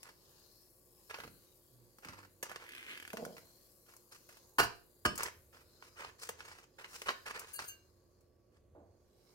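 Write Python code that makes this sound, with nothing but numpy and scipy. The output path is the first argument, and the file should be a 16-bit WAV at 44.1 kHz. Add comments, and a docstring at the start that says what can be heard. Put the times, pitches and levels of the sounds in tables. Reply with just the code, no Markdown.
"""A small, quiet room, a stereo microphone close to a ceramic plate, a fan far off.
On the plate a hot knife melts down through a plastic and foil blister pack. The melt fizzes; the pack
crackles, and creaks and groans as the blade sticks and slips. The blade breaks through and knocks on
the plate twice. Then the pack is dragged free and its cut strip scrapes over the glaze."""
import sys
import numpy as np
from scipy import signal
from scipy.fft import rfft, irfft, next_fast_len
from scipy.io import wavfile
from scipy.ndimage import uniform_filter1d, map_coordinates

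SR = 44100
rng = np.random.default_rng(int(sys.argv[2]) if len(sys.argv) > 2 else 0)


def output_pcm(signal):
    """Save a mono or channel-first signal as 16-bit PCM at the path in sys.argv[1].

    Samples are clipped to [-1, 1] before scaling.
    """
    pcm = np.clip(np.atleast_2d(signal).T, -1, 1) * 32767
    wavfile.write(sys.argv[1], SR, np.round(pcm).astype(np.int16))


N = 411894
TIME = np.arange(N) / SR
AGE = np.arange(SR // 2) / SR  # seconds into one short event


def amp(db):
    """Decibels to gain."""
    return 10 ** (np.asarray(db) / 20)


def unit(x):
    """Scale to rms 1."""
    return x / np.sqrt(np.mean(x ** 2) + 1e-20)


def struck(x):
    """Scale so that the first 8 ms have rms 1."""
    return x / np.sqrt(np.mean(x[:350] ** 2) + 1e-20)


def along(points, hz):
    """Read (frequency, value) points on a log axis."""
    f, values = np.transpose(points)
    return np.interp(np.log(hz + 1), np.log(f + 1), values)


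def curve(rows, column=1):
    """One column of a timed table, per sample."""
    rows = np.asarray(rows)
    return np.interp(TIME, rows[:, 0], rows[:, column])


def fade(t60):
    """Exponential decay, 60 dB down after t60 seconds."""
    return np.exp(-np.log(1000) * AGE / max(t60, 1e-3))


def swell(middle_s, half_s):
    """A bell-shaped rise and fall."""
    return np.exp(-.5 * ((TIME - middle_s) / half_s) ** 2)


def envelope(start, end, attack_s, release_s, sag_db_per_s=0):
    """Attack, a hold that may sag, release."""
    held = np.clip(TIME - start, 0, end - start)
    rise = np.clip((TIME - start) / attack_s, 0, 1)
    release = np.exp(-np.clip((TIME - end) / release_s, 0, 20))
    return rise * amp(-sag_db_per_s * held) * release


def wobble(rate, size=N):
    """A smooth random curve, rate knots a second."""
    knots = rng.standard_normal(int(size * rate / SR) + 4)
    return map_coordinates(knots, [TIME[:size] * rate], order=2)


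def filtered(x, response):
    """Filter by a complex response of frequency."""
    n = x.shape[-1]
    padded = 2 * next_fast_len(n // 2 + 4096)
    hz = np.fft.rfftfreq(padded, 1 / SR)
    return irfft(rfft(x, padded) * response(hz), padded)[..., :n]


def coloured(x, spectrum, size=2048):
    """Minimum-phase filter with the given spectrum."""
    gain = amp(along(spectrum, np.fft.rfftfreq(size, 1 / SR)))
    cepstrum = irfft(np.log(gain))
    cepstrum[1:size // 2] *= 2
    cepstrum[size // 2 + 1:] = 0
    impulse = irfft(np.exp(rfft(cepstrum)))
    return signal.oaconvolve(x, impulse)[:len(x)]


def band(x, low_hz, high_hz):
    """Causal band-pass."""
    sos = signal.butter(3, [low_hz, min(high_hz, .49 * SR)], "band", fs=SR, output="sos")
    return signal.sosfilt(sos, x)


def patches(x, depth_db):
    """Bands swell and fade, each at its own moments."""
    bands = signal.stft(x, nperseg=512)[2]
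    drift = uniform_filter1d(rng.standard_normal(bands.shape), size=5, axis=0)
    drift = unit(uniform_filter1d(drift, size=40, axis=1))
    return unit(signal.istft(bands * amp(depth_db * drift), nperseg=512)[1][:N])


def leaning(pair, balance):
    """Tilt a stereo pair left or right by frequency, keeping its power."""
    def response(hz):
        sides = np.array([amp(along(balance, hz)), np.ones_like(hz)])
        return sides / np.sqrt(np.mean(sides ** 2, axis=0))
    return filtered(pair, response)


def add(track, t, sound):
    """Mix a sound in at t seconds."""
    part = track[round(t * SR):][:len(sound)]
    part += sound[:len(part)]


def grains(size, rate, spread_db):
    """Tiny random clicks of uneven strength, rate a second, rms 1."""
    hits = rng.random(size) < rate / SR
    sign = rng.choice([-1, 1], size)
    strength = amp(spread_db * np.clip(rng.standard_normal(size), -2, 2))
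    return unit(hits * sign * strength)


def burst(t60, crack_db, crack_t60):
    """A sharp crack followed by a short crumple."""
    return grains(len(AGE), rate=6800, spread_db=4.5) * (fade(t60) + amp(crack_db) * fade(crack_t60))


def ring(modes, scatter_db):
    """Damped modes with random phases and strengths scattered by scatter_db."""
    draws = rng.standard_normal((len(modes), 2))
    return sum(amp(db + scatter_db * strength) * fade(t60) * np.sin(2 * np.pi * hz * AGE + np.pi * phase)
               for (hz, db, t60), (strength, phase) in zip(modes, draws))


def stick_slip(speed, jitter, scatter_db):
    """One pulse per slip, unevenly spaced; faster slips are weaker, so the power holds."""
    rate = curve(speed) * np.exp(jitter * wobble(150))
    slips = np.diff(np.floor(np.cumsum(rate) / SR), prepend=0)
    return slips / np.sqrt(rate) * amp(scatter_db * wobble(200))


# Spectrum of the room's air: f/Hz, level/dB (levels in all tables are relative)
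AIR_SPECTRUM = [(20, -18.5), (50, -11.5), (90, -5.5), (200, -7), (290, -8), (350, -5.5), (420, -6.5),
                (530, -4), (800, -21.5), (1500, -28.5), (2500, -33), (5000, -44.5), (9000, -41.5),
                (16000, -47)]
# Tones of the far fan: f/Hz, level/dB
FAN_TONES = [(50, -81), (120, -81), (355, -77.5), (1135, -90.5)]
# The background sits to the right: f/Hz, left minus right/dB
ROOM_BALANCE = [(150, -1), (500, -4), (1100, -12.5), (2200, -1.5)]
def room_tone():
    """Low air noise all round the microphone and the faint, unsteady hum of a far fan."""
    shared, left, right = (unit(coloured(rng.standard_normal(N), AIR_SPECTRUM)) for _ in range(3))
    hum = sum(amp(db) * np.sqrt(2) * np.sin(2 * np.pi * hz * TIME + 1.4 * wobble(19))
              for hz, db in FAN_TONES)
    air = amp(-73.5 + .57 * wobble(9)) * (shared + amp(-3.5) * np.array([left, right]))
    return leaning(air + hum, ROOM_BALANCE)


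# Decay of the room: f/Hz, t60/s
ROOM_DECAY = [(100, 0.53), (1000, 0.32), (5000, 0.35), (15000, 0.14)]
def reverb(x):
    """The walls answer after 3 ms, differently on each side of the microphone."""
    hz, t, noise = signal.stft(rng.standard_normal((2, SR // 2)), SR, nperseg=256)
    decay = np.exp(-np.log(1000) * t / along(ROOM_DECAY, hz)[:, None])
    tail = signal.istft(noise * decay, SR)[1]
    tail = np.pad(tail / np.linalg.norm(tail[0]), ((0, 0), (SR // 300, 0)))
    return signal.oaconvolve(x[None], tail, axes=1)[:, :N]


def near_echoes(x, taps=500):
    """Plate and table echo the treble within milliseconds; the echoes shift as the pack moves."""
    treble = band(x, 1900, SR / 2)
    bands = signal.stft(treble, nperseg=128)[2]
    phases = np.exp(2j * np.pi * rng.random((2, *bands.shape)))
    scatter = signal.istft(bands * phases, nperseg=128)[1][:, :N]
    echoes = rng.standard_normal((2, 2, taps)) * np.linspace(1, 0, taps) ** 2
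    echoes /= np.linalg.norm(echoes, axis=2, keepdims=True)
    here, there = signal.oaconvolve(treble[None, None], echoes, axes=2)[..., :N]
    place = 2 * wobble(6)
    return amp(-4.5) * scatter + amp(-2.5) * (np.cos(place) * here + np.sin(place) * there)


# Pushes of the hand: middle t/s, half length/s, level/dB
HAND_PUSHES = [(3.15, 0.18, -76), (5.4, 0.22, -69), (6.25, .25, -71), (7.7, 0.58, -75), (8.77, 0.12, -64.5)]
# Dull bumps through the table: t/s, level/dB, t60/s, lower f/Hz, upper f/Hz
TABLE_BUMPS = [(1.19, -52, 0.3, 50, 318), (1.244, -49.5, 0.56, 50, 320), (2.052, -40.5, 0.1, 70, 282),
               (2.089, -43, 0.17, 60, 285), (4.594, -34, 0.26, 40, 220), (5.056, -28, 0.27, 45, 378),
               (8.748, -49, 0.62, 200, 755)]
def table_bumps():
    """The hand on the plate shakes the table: a steady rumble, swells and thuds."""
    force = amp(-85) + sum(amp(db) * swell(t, half) for t, half, db in HAND_PUSHES)
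    out = unit(band(rng.standard_normal(N), 64, 97)) * force * amp(-2)
    for t, db, t60, low_hz, high_hz in TABLE_BUMPS:
        thud = unit(band(rng.standard_normal(len(AGE)), low_hz, high_hz))
        add(out, t, amp(db - 8) * thud * fade(t60) * (1 - fade(.012)))
    return out


# Gentle drags of the blade: start t/s, end t/s, level/dB
GENTLE_DRAGS = [(1.69, 1.92, -62.5), (2.11, 2.304, -61.5)]
def sheet_drone(start_hz=126.5, sag_hz_per_s=52):
    """The whole sheet hums softly as the blade drags, ever lower."""
    pitch = start_hz - sag_hz_per_s * (TIME - GENTLE_DRAGS[0][0])
    phase = 2 * np.pi * np.cumsum(pitch) / SR
    tone = np.sin(phase) + amp(-12.5) * np.sin(2 * phase) + amp(-6.5) * np.sin(3 * phase)
    drag = sum(amp(db) * envelope(start, end, attack_s=.04, release_s=.053, sag_db_per_s=44)
               for start, end, db in GENTLE_DRAGS)
    return tone * drag * amp(1.2 * wobble(40))


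# Melt on the hot blade: t/s, fizz level/dB, frying level/dB
MELT_LEVELS = [(0, -74, -71), (.55, -69, -74.5), (.85, -69.5, -81), (1.25, -66.5, -73), (1.9, -72.5, -81),
               (2.5, -74.5, -81), (3.2, -68.5, -66), (3.8, -69.5, -79), (4.3, -71, -73), (5.0, -72, -83.5),
               (5.5, -72.5, -84.5), (5.75, -75, -73), (6.72, -86, -83), (6.95, -68, -70), (7.9, -82.5, -82),
               (8.4, -93.5, -93), (8.85, -96, -91), (9.3, -80.5, -75)]
# Spectra of the fine fizz and the coarser frying: f/Hz, level/dB
FIZZ_SPECTRUM = [(4000, -34), (7600, -4), (8600, -5), (10400, 0), (11100, 1), (11800, 2), (12600, 1),
                 (13400, 0.5), (16000, -4)]
FRY_SPECTRUM = [(600, -8), (1050, -1), (1300, -9), (1600, -6.5), (2200, -14.5), (3700, -9), (4250, -1),
                (5100, -1), (5800, -8), (6600, -3), (7800, -12.5), (16000, -22)]
def sizzle():
    """Melt bubbles burst: a fine, spitting fizz, the same on both sides, over wide, coarser frying."""
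    bubbles = grains(N, rate=7000, spread_db=5.5) * amp(.97 * wobble(45))
    spits = amp(-14.5) * grains(N, rate=60, spread_db=5)
    fizz = patches(coloured(bubbles + spits, FIZZ_SPECTRUM), depth_db=.9)
    fry = np.array([patches(coloured(grains(N, rate=5900, spread_db=6), FRY_SPECTRUM), depth_db=4.5)
                    for _ in range(2)])
    fizz_db = curve(MELT_LEVELS) + .8
    fry_db = curve(MELT_LEVELS, column=2) + .93 * wobble(12) + 4.5
    return fizz * amp(fizz_db) + fry * amp(fry_db)


# Modes of the ceramic plate and the steel blade: f/Hz, level/dB, t60/s
PLATE_MODES = [(118, -10, .35), (447, -4, .2), (705, -3, .23), (1000, 2, .18), (1160, -5, .17),
               (1287, -2, .2), (1572, -9, .25), (1646, -2, .16), (2288, -12, .22), (2810, -6, .22),
               (4129, -11, .21), (4430, -8, .25), (4651, -9, .16), (5066, -16, .18), (6342, -18, .15),
               (8333, -24, .1), (8769, -17, .14), (11140, -23, .15), (11700, -21, .14), (12090, -23, .1),
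               (13750, -23, .16)]
BLADE_MODES = [(603, -6, 0.16), (1227, 0, 0.17), (1590, -6, .16), (3009, -3.5, 0.3), (3478, -25, 0.37),
               (4565, -14, 0.12), (5286, -8.5, 0.24), (6498, -10, 0.11), (7817, -17, 0.35),
               (8086, -34, 0.29), (8382, -32, 0.24), (9410, -35, 0.28)]
# What rings on after each blow: t/s, plate level/dB, blade level/dB
RING_LEVELS = [(4.591, -34.5, -72), (5.054, -46, -31)]
def ringing():
    """The first blow sets the plate ringing, the second mostly the blade."""
    out = np.zeros(N)
    for t, plate_db, blade_db in RING_LEVELS:
        plate = amp(plate_db) * ring(PLATE_MODES, scatter_db=4.8)
        blade = amp(blade_db) * ring(BLADE_MODES, scatter_db=0)
        add(out, t, (plate + blade) * (1 - fade(.0075)))
    return out


# Spectrum of friction on the glaze: f/Hz, level/dB
GLAZE_SPECTRUM = [(1000, -49.5), (1600, -21.5), (2200, -25.5), (2800, -14), (3700, -28.5), (4450, -19),
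                  (5100, -30), (6300, -4), (8700, 3.5), (12000, -0.5), (13800, 0.5), (16000, -2.5)]
# Squeaks of a foil edge: middle t/s, level/dB, half length/s, grit level/dB
FOIL_SQUEAKS = [(7.542, -44.5, .006, -0.5), (7.561, -46.5, .006, 0), (7.654, -56.5, 0.025, -5),
                (7.687, -43.5, 0.0063, 0)]
def squeaks():
    """Fine friction of foil on the glaze excites the plate's highest modes."""
    out = np.zeros(N)
    for t, db, half, grit_db in FOIL_SQUEAKS:
        grit = unit(coloured(rng.standard_normal(N), GLAZE_SPECTRUM)) * swell(t, half)
        sing = signal.oaconvolve(grit, ring(PLATE_MODES, scatter_db=4))[:N]
        sing *= np.linalg.norm(grit) / np.linalg.norm(sing)
        out += amp(db) * (amp(grit_db) * grit + sing)
    return out


# Resonances of a hollow blister: f/Hz, width/Hz, level/dB
BLISTER_MODES = [(207, 170, 1), (473, 37, 8), (653, 160, 5)]
# The blister judders under the blade: start t/s, end t/s, level/dB, release/s
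JUDDERS = [(3.135, 3.15, -44, 0.0018), (3.172, 3.224, -46, 0.079)]
def groan():
    """Fast slips drive a hollow blister, turning rough and then slowing."""
    def hollow(f):
        return sum((-1) ** k * amp(db) * 1j * f * width / (hz * hz - f * f + 1j * f * width)
                   for k, (hz, width, db) in enumerate(BLISTER_MODES))
    speed = [(3.22, 222.2), (3.43, 101.3)]  # t/s, slip f/Hz
    roughness = np.interp(TIME, [3.19, 3.22], [.05, .35])
    slips = stick_slip(speed, roughness, scatter_db=4)
    judder = unit(band(filtered(slips, hollow), 92, 670))
    return judder * sum(amp(db) * envelope(start, end, attack_s=.0027, release_s=release)
                        for start, end, db, release in JUDDERS)


# Spectrum of the sheet at the cut: f/Hz, level/dB
CUT_SPECTRUM = [(120, -27), (220, -13.5), (355, -6.5), (520, -11.5), (750, -19), (1250, -7.5), (1650, -2),
                (2050, 0.5), (2500, -1.5), (3200, -5), (3900, -12), (5500, -17), (9000, -21), (16000, -26)]
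# The blade sticks and slips in the cut: t/s, slip f/Hz, level/dB
CREAK_PATH = [(2.6, 72, -65), (2.73, 69, -54.5), (2.85, 154, -54.5), (2.91, 246, -48), (2.965, 84, -52),
              (3.04, 65, -71), (3.12, 65, -79)]
# Runs of slow, even slips early and late in the creak: start t/s, end t/s, period/s, level/dB
SLOW_SLIPS = [(2.69, 2.79, .03, -46.5), (2.974, 3.12, .0257, -45)]
def creak():
    """The blade ratchets through the sheet, speeds up, then slows to single, brighter slips."""
    pulses = unit(stick_slip(CREAK_PATH, jitter=.19, scatter_db=2.5))
    grit = amp(-1) * grains(N, rate=5200, spread_db=5)
    cutting = (TIME > CREAK_PATH[0][0]) & (TIME < CREAK_PATH[-1][0])
    out = unit(coloured(pulses + grit, CUT_SPECTRUM)) * amp(curve(CREAK_PATH, column=2)) * cutting
    treble_lift = [(2500, 0), (6000, 5)]  # f/Hz, level/dB
    for start, end, period, db in SLOW_SLIPS:
        for t in np.arange(start, end, period):
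            tick = coloured(burst(t60=.04, crack_db=8, crack_t60=.0066), CUT_SPECTRUM)
            slip = struck(coloured(tick, treble_lift))
            add(out, t, amp(db - 4 - .1 * rng.standard_normal()) * slip)
    return out


# Spectrum of the crackling pack: f/Hz, level/dB
PACK_SPECTRUM = [(100, -17.5), (280, -19), (450, -5.5), (680, -11), (1000, -5), (1400, -3.5), (1800, -6),
                 (2200, -8), (2750, -9), (3400, -16), (5200, -13), (7500, -18.5), (11000, -22),
                 (16000, -24.5)]
# Strokes of the pack along blade and plate: start t/s, end t/s, attack/s, level/dB, treble level/dB
PACK_STROKES = [(.035, 0.108, .006, -61.5, -1.5), (0.271, 0.53, 0.055, -82, -23),
                (1.096, 1.11, .004, -47.5, -2.5), (1.129, 1.25, .006, -54.5, -3.5),
                (2.018, 2.254, .02, -55.5, -1), (2.43, 2.488, .004, -53.5, -2),
                (2.488, 2.675, .006, -54.5, -3.5), (3.86, 3.95, .006, -69, 7),
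                (4.11, 4.153, .015, -57, 10.5), (4.29, 4.38, .006, -67, 8.5), (5.18, 5.285, .01, -43, -1),
                (5.525, 5.617, .006, -63, 2), (5.812, 5.886, .01, -65.5, 7.5),
                (5.955, 6.097, .02, -51.5, -1.5), (6.18, 6.273, .06, -52.5, 12),
                (6.37, 6.64, .02, -56.5, 4.5), (6.781, 6.86, .01, -51, -1.5), (6.86, 7.04, .06, -58.5, 12),
                (7.056, 7.085, .012, -42.5, -2), (7.082, 7.108, .005, -34, -3.5),
                (7.254, 7.307, .008, -41.5, -0.5), (7.333, 7.444, .01, -49.5, -3),
                (7.453, 7.544, .02, -61, 8), (7.583, 7.64, .008, -47, 4.5), (8.517, 8.581, .01, -79, 4)]
def rubbing(release_s=.0083, sag_db_per_s=24, catch_db=2.5):
    """The cut edge bites, eases and lets go in clumps of crackles; foil rubs brighter than plastic."""
    out, size = np.zeros(N), len(AGE)
    for start, end, attack, db, treble_db in PACK_STROKES:
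        bite = np.clip(AGE / attack, 0, 1)
        release = np.exp(-np.maximum(AGE - (end - start), 0) / release_s)
        pressure_db = db - sag_db_per_s * AGE + catch_db * wobble(60, size)
        clumps = amp(3 * wobble(220, size) - .7)
        crackle = unit(coloured(grains(size, rate=4900, spread_db=5) * clumps, PACK_SPECTRUM))
        tilt = [(1800, 0), (7000, treble_db), (15000, treble_db - 5)]  # f/Hz, level/dB
        scrape = filtered(crackle, lambda hz: amp(along(tilt, hz)))
        add(out, start, amp(pressure_db) * bite * release * scrape)
    return out


# The loudest snaps; foil is bright, a blister hollow: t/s, level/dB, body level/dB, treble level/dB
PACK_SNAPS = [(.031, -46, -24, 0.5), (.09, -46, -7, -12.5), (1.11, -34.5, -25, -22),
              (1.142, -32, -12, -22.5), (1.186, -42, 3, -15), (1.202, -35.5, -22, -20),
              (1.236, -39, -3, -16.5), (1.276, -45, -3, -16), (1.985, -50, -5, -7.5),
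              (2.048, -37, -14, -13), (2.086, -37.5, -17, -16), (2.428, -30.5, -5, -3),
              (2.495, -39, -8, -13), (2.515, -35, -6.5, -16), (2.56, -34, -7.5, -16),
              (3.132, -36.5, -18, -9), (3.17, -32.5, -11, -14), (3.251, -37, -25, -8),
              (3.367, -43.5, -27, -15), (3.381, -43, -32, -13.5), (3.937, -51, -52, -9.5),
              (3.966, -60, -7, 8.5), (4.29, -47, -6, -6.5), (4.37, -51, -14.5, -7), (5.156, -46, -20.5, 4),
              (5.178, -35, -25, 1), (5.232, -30, -11, 0), (5.825, -40.5, -15, -35),
              (6.007, -38, -7.5, -18.5), (6.047, -36, -9, -27), (6.29, -30.5, -2.5, -6),
              (6.405, -38, -21, -38), (6.515, -42, -32, -25), (6.844, -36.5, -27, -33),
              (7.018, -34, -8, -9.5), (7.085, -23, -25.5, -30.5), (7.09, -22, -10, -27),
              (7.394, -42, -20, 3.5), (7.591, -28.5, -14.5, -27), (8.208, -71.5, -17, 2.5)]
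def snaps():
    """Every snap rings the same pack; the more foil tears, the brighter it is."""
    out = np.zeros(N)
    bands_hz = [(120, 700), (700, 6000), (6000, 16000)]
    for t, db, body_db, treble_db in PACK_SNAPS:
        snap = coloured(burst(t60=.045, crack_db=3, crack_t60=.006), PACK_SPECTRUM)
        body, middle, treble = (struck(band(snap, low, high)) for low, high in bands_hz)
        add(out, t, amp(db - 10.5) * (middle + amp(body_db) * body + amp(treble_db + 5.5) * treble))
    return out


def table_boom(hits):
    """Each hit shakes the table, and each side of the microphone feels it differently."""
    out = np.zeros((2, N))
    for side in out:
        for t, db, _ in hits:
            boom = unit(band(rng.standard_normal(len(AGE)), 28, 80))
            add(side, t, amp(db - 41) * boom * fade(t60=.4))
    return out


# Spectrum of steel on ceramic: f/Hz, level/dB
CLACK_SPECTRUM = [(60, -21), (200, -17), (440, -4), (620, -8), (1020, -1.5), (1300, -1.5), (1650, 1),
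                  (2100, -13.5), (2850, -5.5), (3400, -21.5), (4700, -10), (7000, -18.5), (12000, -21),
                  (16000, -24)]
# The blade hits the plate twice and chatters: t/s, level/dB, rattle t60/s
BLADE_HITS = [(4.5841, -15.5, 0.026), (4.591, -17, 0.084), (4.597, -16, 0.04), (4.606, -26, 0.13),
              (4.628, -25.5, 0.12), (4.645, -30.5, 0.07), (5.051, -18, 0.026), (5.0593, -20, 0.011)]
def knocks():
    """Steel meets ceramic in a dense clack, right by the microphone."""
    out = np.zeros(N)
    for t, db, t60 in BLADE_HITS:
        rattle = grains(len(AGE), rate=14000, spread_db=2) * fade(t60) * (1 - fade(.012))
        add(out, t, amp(db - 8.5) * struck(coloured(rattle, CLACK_SPECTRUM)))
    return out


# Balance of the plate's sounds at the microphone: f/Hz, left minus right/dB
MIC_BALANCE = [(100, -2), (500, -2), (780, -6), (1100, -1), (1400, -7), (2100, -2), (2700, 2.5),
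               (4200, 3.5), (5600, 2.5), (6900, -4), (9500, 10.5), (15000, 11)]
def scene():
    """Close to the plate: sound reaches the left side first; the left is brighter, the right fuller."""
    contact = rubbing() + snaps() + creak() + groan() + sheet_drone() + knocks() + table_bumps()
    tones = ringing() + squeaks()
    left_lead_s = 8.5 / SR
    shade = [(1200, .5), (2400, 0), (5000, -9), (12000, -5)]  # direct path: f/Hz, level/dB
    direct = filtered(contact, lambda hz: amp(along(shade, hz))) + tones
    direct = filtered(direct, lambda hz: np.exp(1j * np.pi * hz * left_lead_s * np.array([[1], [-1]])))
    pair = direct + near_echoes(contact) + amp(-10) * reverb(contact + tones) + sizzle()
    return leaning(pair, MIC_BALANCE) + table_boom(BLADE_HITS) + room_tone()


def record(dry, top_hz=16000):
    """The recorder keeps nothing above its band limit."""
    return filtered(dry, lambda hz: hz < top_hz)


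dry = scene()
out = record(dry)
output_pcm(out)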